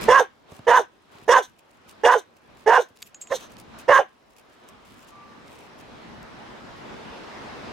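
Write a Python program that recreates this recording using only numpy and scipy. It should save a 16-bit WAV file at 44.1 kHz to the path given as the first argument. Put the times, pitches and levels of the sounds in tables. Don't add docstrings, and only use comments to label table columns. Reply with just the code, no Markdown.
import sys
import numpy as np
from scipy import signal
from scipy.fft import rfft, irfft, next_fast_len
from scipy.io import wavfile
from scipy.ndimage import uniform_filter1d, map_coordinates

SR = 44100
rng = np.random.default_rng(int(sys.argv[2]) if len(sys.argv) > 2 else 0)


def bounce(signal):
    frames = np.transpose(np.atleast_2d(signal))
    limited = np.clip(frames, -1, 1)
    pcm = np.round(limited * 32767).astype(np.int16)
    wavfile.write(sys.argv[1], SR, pcm)


def invert_db(level):
    return 10 ** (np.asarray(level, dtype=float) / 20)


N = 340452

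# start t/s, jaw starts to close after t/s, voice stops after t/s, effort level/dB, pitch f/Hz
BARK_CUES = [
    (0.08, .112, 0.13, -3.5, 536.1),
    (0.668, 0.11, 0.13, -7.5, 515),
    (1.279, 0.1, 0.11, -6, 527.7),
    (2.035, .105, 0.13, -7, 500.1),
    (2.661, 0.11, .138, -7.5, 496.1),
    (3.302, .024, .038, -17, 565),
    (3.881, 0.1, 0.12, -5.5, 540.9),
]
DUCKED_DB = -64.5


def unit(x):
    return x / np.sqrt(np.mean(x ** 2) + 1e-20)


def along(points, hz):
    f, v = np.transpose(points)
    return np.interp(np.log(hz + 1), np.log(f + 1), v)


def curves(rows):
    s, *cols = np.transpose(rows)
    return [np.interp(np.arange(N) / SR, s, c) for c in cols]


def sounding(rows):
    t = np.arange(N) / SR
    return np.clip(np.minimum(t - rows[0][0], rows[-1][0] - t) / 0.0041, 0, 1)


def wobble(rate):
    knots = rng.standard_normal(int(N * rate / SR) + 4)
    return map_coordinates(knots, [np.arange(N) * rate / SR])


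def filtered(x, response):
    m = next_fast_len(N + SR // 2)
    return irfft(rfft(x, m) * response(np.fft.rfftfreq(m, 1 / SR)), m)[..., :N]


def resonant(x, modes, order=1):
    def shape(f):
        total = 0
        for k, (center, width, db) in enumerate(modes):
            peak = 1j * f * width / (center * center - f * f + 1j * f * width)
            total = total + (-1) ** k * invert_db(db) * peak ** order
        return total
    return unit(filtered(x, shape))


def coloured(x, modes):
    return resonant(x, modes, order=2) * np.sqrt(np.mean(x ** 2))


def sliding(x, modes, scale):
    clock = np.cumsum(scale) * (N - 1) / np.sum(scale)
    warped = map_coordinates(x, [np.interp(np.arange(N), clock, np.arange(N))])
    modes = [(hz * np.mean(scale), width_hz, db) for hz, width_hz, db in modes]
    return map_coordinates(resonant(warped, modes, order=2), [clock])


def rush(spectrum, alike, patchy_db):
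    z = signal.stft(rng.standard_normal((2, N)), nperseg=512)[2]
    field = uniform_filter1d(rng.standard_normal(z.shape[1:]), 6, 0)
    field = uniform_filter1d(field, 14, 1)
    pair = signal.istft(z * invert_db(patchy_db * unit(field)), nperseg=512)[1][:, :N]

    def mid_side(hz):
        turn = np.arccos(np.clip(along(alike, hz), -1, 1)) / 2
        return invert_db(along(spectrum, hz)) * np.array([np.cos(turn), np.sin(turn)])
    mid, side = filtered(pair, mid_side)
    return unit(np.array([mid + side, mid - side]))


def add(track, s, sound):
    at = round(s * SR)
    track[..., at:at + sound.shape[-1]] += sound


def strikes(events, t60):
    track, t = np.zeros(N + SR), np.arange(SR // 8) / SR
    for s, db in events:
        add(track, s, invert_db(db - 60 * t / t60) * rng.standard_normal(len(t)))
    return track[:N]


def since(starts):
    t = np.arange(N) / SR
    latest = np.clip(np.searchsorted(starts, t) - 1, 0, None)
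    return latest, t - np.asarray(starts)[latest]


def humps(rows, rise_db_per_s, fall_db_per_s):
    t = np.arange(N) / SR
    power = 0
    for s, hold, db in rows:
        rise = rise_db_per_s * np.maximum(s - t, 0)
        fall = fall_db_per_s * np.maximum(t - s - hold, 0)
        power = power + invert_db(db - rise - fall) ** 2
    return np.sqrt(power)


def pumping():
    _, t = since([s for s, _, _, db, _ in BARK_CUES if db > -15])
    back = np.maximum(t - 0.36, 0)
    quick_db = 5 * (1 - np.exp(-back / 0.29))
    creep_db = 4.5 * back
    return np.where(t < 0, -38, DUCKED_DB + quick_db + creep_db)


def background():
    # f/Hz, density level/dB
    rumble_spectrum = [(12, -50), (20, -16.5), (54, -4), (101, -3.5), (189, -2), (231, 2), (600, -18.5),
                       (780, -29.5), (1320, -120)]
    hiss_spectrum = [(180, -25.5), (300, -5.5), (367, -4), (462, -4.5), (1030, -5.5), (3180, -17),
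                     (4070, -19.5), (4540, -23), (5060, -22.5), (12000, -46.5), (15600, -79.5),
                     (22000, -120)]
    rustle_spectrum = [(1200, -35.5), (2500, 2), (4000, -6.5), (7000, -5), (12000, -11), (16000, -14.5),
                       (17000, -59)]
    # f/Hz, density level/dB
    self_noise = [(2000, -33), (6000, -1), (16000, -10.5)]
    # f/Hz, likeness [0..1]
    likeness = [(60, 0.092), (180, 0.41), (550, 0.14), (1650, 0.12), (4970, 0.2), (15000, 0.32)]
    # start t/s, length t/s, hiss level/dB, rumble level/dB
    swells = [(0.067, 0.058, -48, -40), (0.492, 0.16, -58, -69.5), (1.131, 0.1, -57, -64),
              (1.872, .18, -60, -63), (2.498, 0.14, -62.5, -65.5), (3.35, 0.096, -51.5, -58),
              (3.509, .2, -59.5, -56.5), (3.742, 0.093, -52, -55), (4.633, 0.12, -62, -63),
              (4.906, .08, -70, -59.5), (6.067, 0.18, -78, -51.5)]
    # start t/s, length t/s, level/dB
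    brushes = [(0.015, .04, -46), (0.5, 0.078, -63.5), (1.12, .12, -68.5), (1.46, 0.043, -72.5),
               (1.585, 0.011, -68), (1.69, .08, -76), (1.88, 0.034, -62.5), (2.362, 0.011, -71.5),
               (2.57, 0.06, -69.5), (2.888, .01, -72), (2.96, .09, -66.5), (3.06, 0.0173, -62.5),
               (3.213, .012, -58), (3.4, 0.037, -58), (3.5, 0.036, -66), (3.585, 0.02, -58),
               (3.788, 0.021, -55.5), (4.305, 0.013, -71.5), (4.366, .03, -65), (4.5, .06, -73),
               (4.68, .02, -63.5), (4.85, 0.19, -67.5), (5.07, .03, -64), (5.46, .2, -69.5),
               (5.785, .03, -63), (6.228, .01, -76.5), (6.7, .1, -83.5)]

    hiss_db = pumping()
    hiss_swell = humps([(s, hold, db) for s, hold, db, _ in swells], 252, 252)
    rumble_swell = humps([(s, hold, db) for s, hold, _, db in swells], 252, 252)
    rumble = np.hypot(invert_db(hiss_db - 3.5), rumble_swell)
    hiss = np.hypot(invert_db(hiss_db), hiss_swell)
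    still_rustle_db = -81.5 + 0.17 * (hiss_db - DUCKED_DB)
    rustle = np.hypot(invert_db(still_rustle_db), humps(brushes, rise_db_per_s=2500, fall_db_per_s=701))

    far = rumble * invert_db(3.0 + 0.4 * wobble(7)) * rush(rumble_spectrum, likeness, patchy_db=2.0)
    far += hiss * invert_db(5.0 + 0.23 * wobble(6.2)) * rush(hiss_spectrum, likeness, patchy_db=-1.33)
    far += np.sqrt(hiss) * invert_db(-52) * rush(self_noise, [(3000, .1)], patchy_db=1.4)
    grains = unit(invert_db(4 * wobble(300)))
    return far + rustle * invert_db(6.0) * grains * rush(rustle_spectrum, [(3000, 0.26)], patchy_db=1.6)


def gesture():
    latest, t = since([row[0] for row in BARK_CUES])
    close_s, stop_s, db, top_hz = np.transpose(BARK_CUES)[1:, latest]
    opened = np.clip((t - 0.026) / 0.03, 0, 1)
    closed = np.clip((t - close_s) / 0.021, 0, 1)
    gape = opened * (1 - closed)
    after = np.maximum(t - stop_s, 0)

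    hard_db = -6.5
    attack_db_per_s = 1303.5 * invert_db(1.2 * (np.maximum(db, -9) - hard_db))
    on_db = db - np.clip(20.5 - attack_db_per_s * t, 0, 120) - 120 * (t < 0)
    voice_db = on_db - 829 * after
    chest_db = voice_db - 10 * gape - 67.5 * t
    shut_db, open_db, end_db = -6, -3.5, -18
    mouth_db = voice_db + shut_db + (open_db - shut_db) * opened + (end_db - open_db) * closed
    shut_db, open_db, end_db = -24.5, -28, -34
    rasp_db = on_db + shut_db + (open_db - shut_db) * opened + (end_db - open_db) * closed
    rasp_db = rasp_db - 601.5 * after

    scoop = .15 * invert_db(.6 * (db - hard_db)) * np.exp(-np.abs(t) / .028)
    hz = np.maximum(top_hz * (1 - scoop) - 4200 * opened * after, 319.4)
    hz = hz * (1 + .03 * wobble(30))
    jaw_hz = 1.79 * top_hz * (.9 + .1 * opened) - 14000 * np.maximum(t - close_s, 0)
    jaw_hz = np.maximum(jaw_hz, 700) * (1 + .03 * wobble(45))
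    lips_hz = (5990 + 1600 * np.clip(t, 0, .2)) * (1 + .025 * wobble(22))
    tongue = 1.13 - .13 * opened
    return hz, invert_db(chest_db), invert_db(mouth_db), invert_db(rasp_db), jaw_hz, lips_hz, tongue


def mixed(clear, noise, share):
    return np.sqrt(1 - share) * clear + np.sqrt(share) * noise


def vocal_folds(hz):
    phase = 2 * np.pi * np.cumsum(hz * (1 + .035 * wobble(200))) / SR
    uneven = invert_db(2.0 * wobble(110))
    paired = 1 + 0.92 * np.clip(.5 + .5 * wobble(25), 0, 1) * np.cos(phase / 2)
    slap = unit(uneven * paired * sum(np.cos(k * phase) for k in range(1, 25)))
    breath = unit(rng.standard_normal(N) * (1 + 1.4 * np.cos(phase)))
    return unit(uneven * np.cos(phase)), slap, breath


def chest_tone(fundamental, breath, gain):
    # f/Hz, width f/Hz, level/dB
    chest_modes = [(594.6, 438, 0)]
    puff_modes = [(45, 60, -13), (134, 90, 0)]
    chest = mixed(fundamental, resonant(breath, chest_modes, order=3), .28)
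    puff = gain * invert_db(-22.5) * resonant(breath, puff_modes, order=2)
    return gain * (chest + puff)


def mouth_tone(slap, breath, jaw_hz, tongue):
    # f/Hz, width f/Hz, level/dB
    jaw_modes = [(1050, 195, 0)]
    tongue_modes = [(1607, 230, 4.5), (1940, 260, -13)]
    cheek_modes = [(759.5, 250, 0)]
    hoarse = mixed(slap, breath, .55)
    mouth = sliding(hoarse, jaw_modes, jaw_hz / 1000)
    mouth += invert_db(-4.5) * sliding(mixed(slap, breath, .5), tongue_modes, tongue * (jaw_hz / 1000) ** .3)
    mouth += invert_db(-9 + 3 * wobble(40)) * resonant(hoarse, cheek_modes, order=2)
    return invert_db(-2.1) * mouth


def rasping(breath, lips_hz):
    # f/Hz, width f/Hz, level/dB
    rasp_modes = [(2400, 600, -6), (2960, 260, 0)]
    lip_modes = [(3600, 360, -3), (5200, 700, -22), (6100, 550, -2), (7200, 450, -13), (8400, 560, -12),
                 (9700, 700, -16), (11400, 850, -18), (14000, 2500, -32)]
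    throat = invert_db(3 * wobble(40)) * sliding(breath, rasp_modes, lips_hz / 6100)
    lips = invert_db(-1.5 + 3.9 * wobble(40)) * sliding(breath, lip_modes, lips_hz / 6300)
    return throat + lips


def snorts():
    # start t/s, hold t/s, level/dB
    blows = [
        (0.222, 0.0092, -50),
        (0.81, 0.0083, -49.5),
        (1.425, 0.024, -48.5),
        (2.18, 0.0073, -43),
        (2.815, 0.0076, -42.5),
        (3.348, .012, -36),
        (3.41, 0.049, -54),
    ]
    # f/Hz, width f/Hz, level/dB
    nose_modes = [(3150, 500, -5), (3850, 700, -3), (6100, 900, 0), (8200, 900, -10), (10000, 1500, -12),
                  (13500, 2500, -20)]
    gain = humps(blows, rise_db_per_s=468, fall_db_per_s=599.5) * invert_db(2 * wobble(72))
    return gain * resonant(rng.standard_normal(N), nose_modes, order=2)


def barks():
    moves = uniform_filter1d(gesture(), size=150)
    hz, chest_gain, mouth_gain, rasp_gain, jaw_hz, lips_hz, tongue = moves
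    fundamental, slap, breath = vocal_folds(hz)
    voice = chest_tone(fundamental, breath, chest_gain)
    voice += mouth_gain * mouth_tone(slap, breath, jaw_hz, tongue)
    return voice, invert_db(-.5) * (rasp_gain * rasping(breath, lips_hz) + snorts())


def yard(x):
    # f/Hz, t60 t/s
    decay = [(200, 0.062), (1500, 0.19), (3500, 0.22), (10000, 0.1)]
    hz, t, z = signal.stft(rng.standard_normal((2, SR // 2)), SR, nperseg=256)
    tail = signal.istft(z * invert_db(-60 * t / along(decay, hz)[:, None]), SR, nperseg=256)[1]
    delayed = np.pad(x, (200, 0))[None]
    return signal.fftconvolve(delayed, tail / np.linalg.norm(tail[0]), axes=1)[:, :N]


def scattered(x):
    scatter = rng.standard_normal((2, 200)) * invert_db(-60 * np.arange(200) / SR / 0.0032)
    scatter /= np.linalg.norm(scatter, axis=1, keepdims=True)
    return signal.fftconvolve(x[None], scatter, axes=1)[:, :N]


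def barking_dog():
    voice, rasp = barks()
    dog = voice * invert_db([[-3.2], [2.3]]) + invert_db(-16) * yard(voice)
    dog += rasp * invert_db([[-3.5], [-.4]]) + invert_db(-16) * yard(rasp)
    return dog + invert_db([[-4], [-4.5]]) * scattered(rasp)


def paw_thuds():
    # t/s, peak level/dB
    landings = [
        (0.518, -31.5),
        (0.591, -35.5),
        (1.15, -43.5),
        (1.22, -43.5),
        (1.858, -46.5),
        (2.903, -47),
        (3.304, -36),
    ]
    # f/Hz, width f/Hz, level/dB
    pad_modes = [(105.5, 90, -1), (254, 180, -6), (650, 590, -11.5)]
    return coloured(strikes(landings, t60=0.045), pad_modes) * invert_db([[-4.5], [-1.5]])


def grit():
    # t/s, peak level/dB, pitch f/Hz, left over right level/dB
    chips = [(0.519, -46.5, 5500, -9.5), (0.652, -43.5, 2170, -5.5), (0.592, -40.5, 3593, -8.5),
             (1.135, -50, 3800, -0.5), (1.1737, -54, 3700, -9), (1.1851, -38, 3150, 2.5),
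             (1.5903, -49, 12280, -3), (1.7135, -51, 6600, 3), (1.8949, -34.5, 4780, -0.5),
             (2.9625, -47, 3840, 0), (2.9727, -39.5, 3790, -2), (3.1098, -54, 3200, -0.5),
             (3.4392, -56.5, 3330, -0.5), (3.5219, -45, 7760, -6), (3.5686, -39, 3530, -10),
             (3.5871, -40.5, 4650, 1.5), (3.5995, -37, 7660, 2.5), (3.789, -40, 8920, -7),
             (4.369, -49, 3470, -5), (4.6886, -41, 7000, -2.5), (5.0865, -47, 5910, -1.0),
             (5.4807, -41, 3040, 0.5), (5.5581, -42.5, 3040, 2), (5.7997, -48.5, 3770, 4.5),
             (6.2296, -42.5, 5050, 0)]
    ground, t = np.zeros((2, N + SR)), np.arange(SR // 4) / SR
    for s, db, hz, pan_db in chips:
        chip = signal.iirpeak(hz, 1.3, SR)
        crack = signal.lfilter(*chip, rng.standard_normal(len(t)) * invert_db(-60 * t / 0.0062))
        add(ground, s, invert_db(db + 3.0) * crack * invert_db([[pan_db / 2], [-pan_db / 2]]))
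    return ground[:, :N]


def glass_shard():
    # t/s, peak level/dB, crack over ring level/dB, upper ring level/dB, top ring level/dB
    bounces = [
        (3.0206, -42.5, 13, -14.5, 7),
        (3.026, -43.5, 23, -11, -2.5),
        (3.0374, -60.5, -17, -14.5, -18),
        (3.0664, -58, 1, 0, 11),
        (3.1454, -34.5, 3.5, -10, -47),
        (3.2144, -34.5, -24, 7.5, -19),
        (3.2237, -41.5, 3, 3, -34),
        (3.272, -41.5, 4, -5.5, -32),
        (3.3134, -42, 9, -13.5, -20),
    ]
    # f/Hz, t60 t/s
    glass_modes = [(6767, .08), (7600, .1), (11900, .06)]
    # f/Hz, width f/Hz, level/dB
    crack_modes = [(2750, 2900, 4), (7500, 3000, -3)]
    rings, t = np.zeros(N + SR), np.arange(SR // 4) / SR
    for s, db, _, *upper_db in bounces:
        ring = 0
        for level, (hz, t60) in zip([0, *upper_db], glass_modes):
            ring = ring + invert_db(level - 60 * t / t60) * np.sin(2 * np.pi * hz * t)
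        add(rings, s, invert_db(db - 3.5) * ring)
    hits = [(s, db + crack_db - 7.0) for s, db, crack_db, *_ in bounces[:-1]]
    cracks = coloured(strikes(hits, t60=0.0131), crack_modes)
    return (rings[:N] + cracks) * invert_db([[-.7], [.7]])


def whine():
    # t/s, pitch f/Hz, level/dB
    glide = [
        (5.09, 1216, -73),
        (5.108, 1160, -64),
        (5.132, 1174, -52.5),
        (5.224, 1175, -50),
        (5.388, 1164, -63),
        (5.42, 1165, -60),
    ]
    hz, db = curves(glide)
    return invert_db(db + 3.5) * np.sin(2 * np.pi * np.cumsum(hz) / SR) * sounding(glide)


def scene():
    return background() + barking_dog() + paw_thuds() + grit() + glass_shard() + whine()


def low_pass(x):
    return signal.sosfilt(signal.butter(12, 16900, fs=SR, output="sos"), x)


def record(dry):
    keep = np.exp(-1 / (0.004 * SR))
    power = signal.lfilter([1 - keep], [1, -keep], np.mean(dry ** 2, axis=0))
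    limited = dry / (1 + (power / invert_db(-11) ** 2) ** 2) ** (1 / 4)
    band = filtered(np.clip(limited, -1, 1), lambda hz: hz < 16400)
    return low_pass(band)


dry = scene()
out = record(dry)
bounce(out)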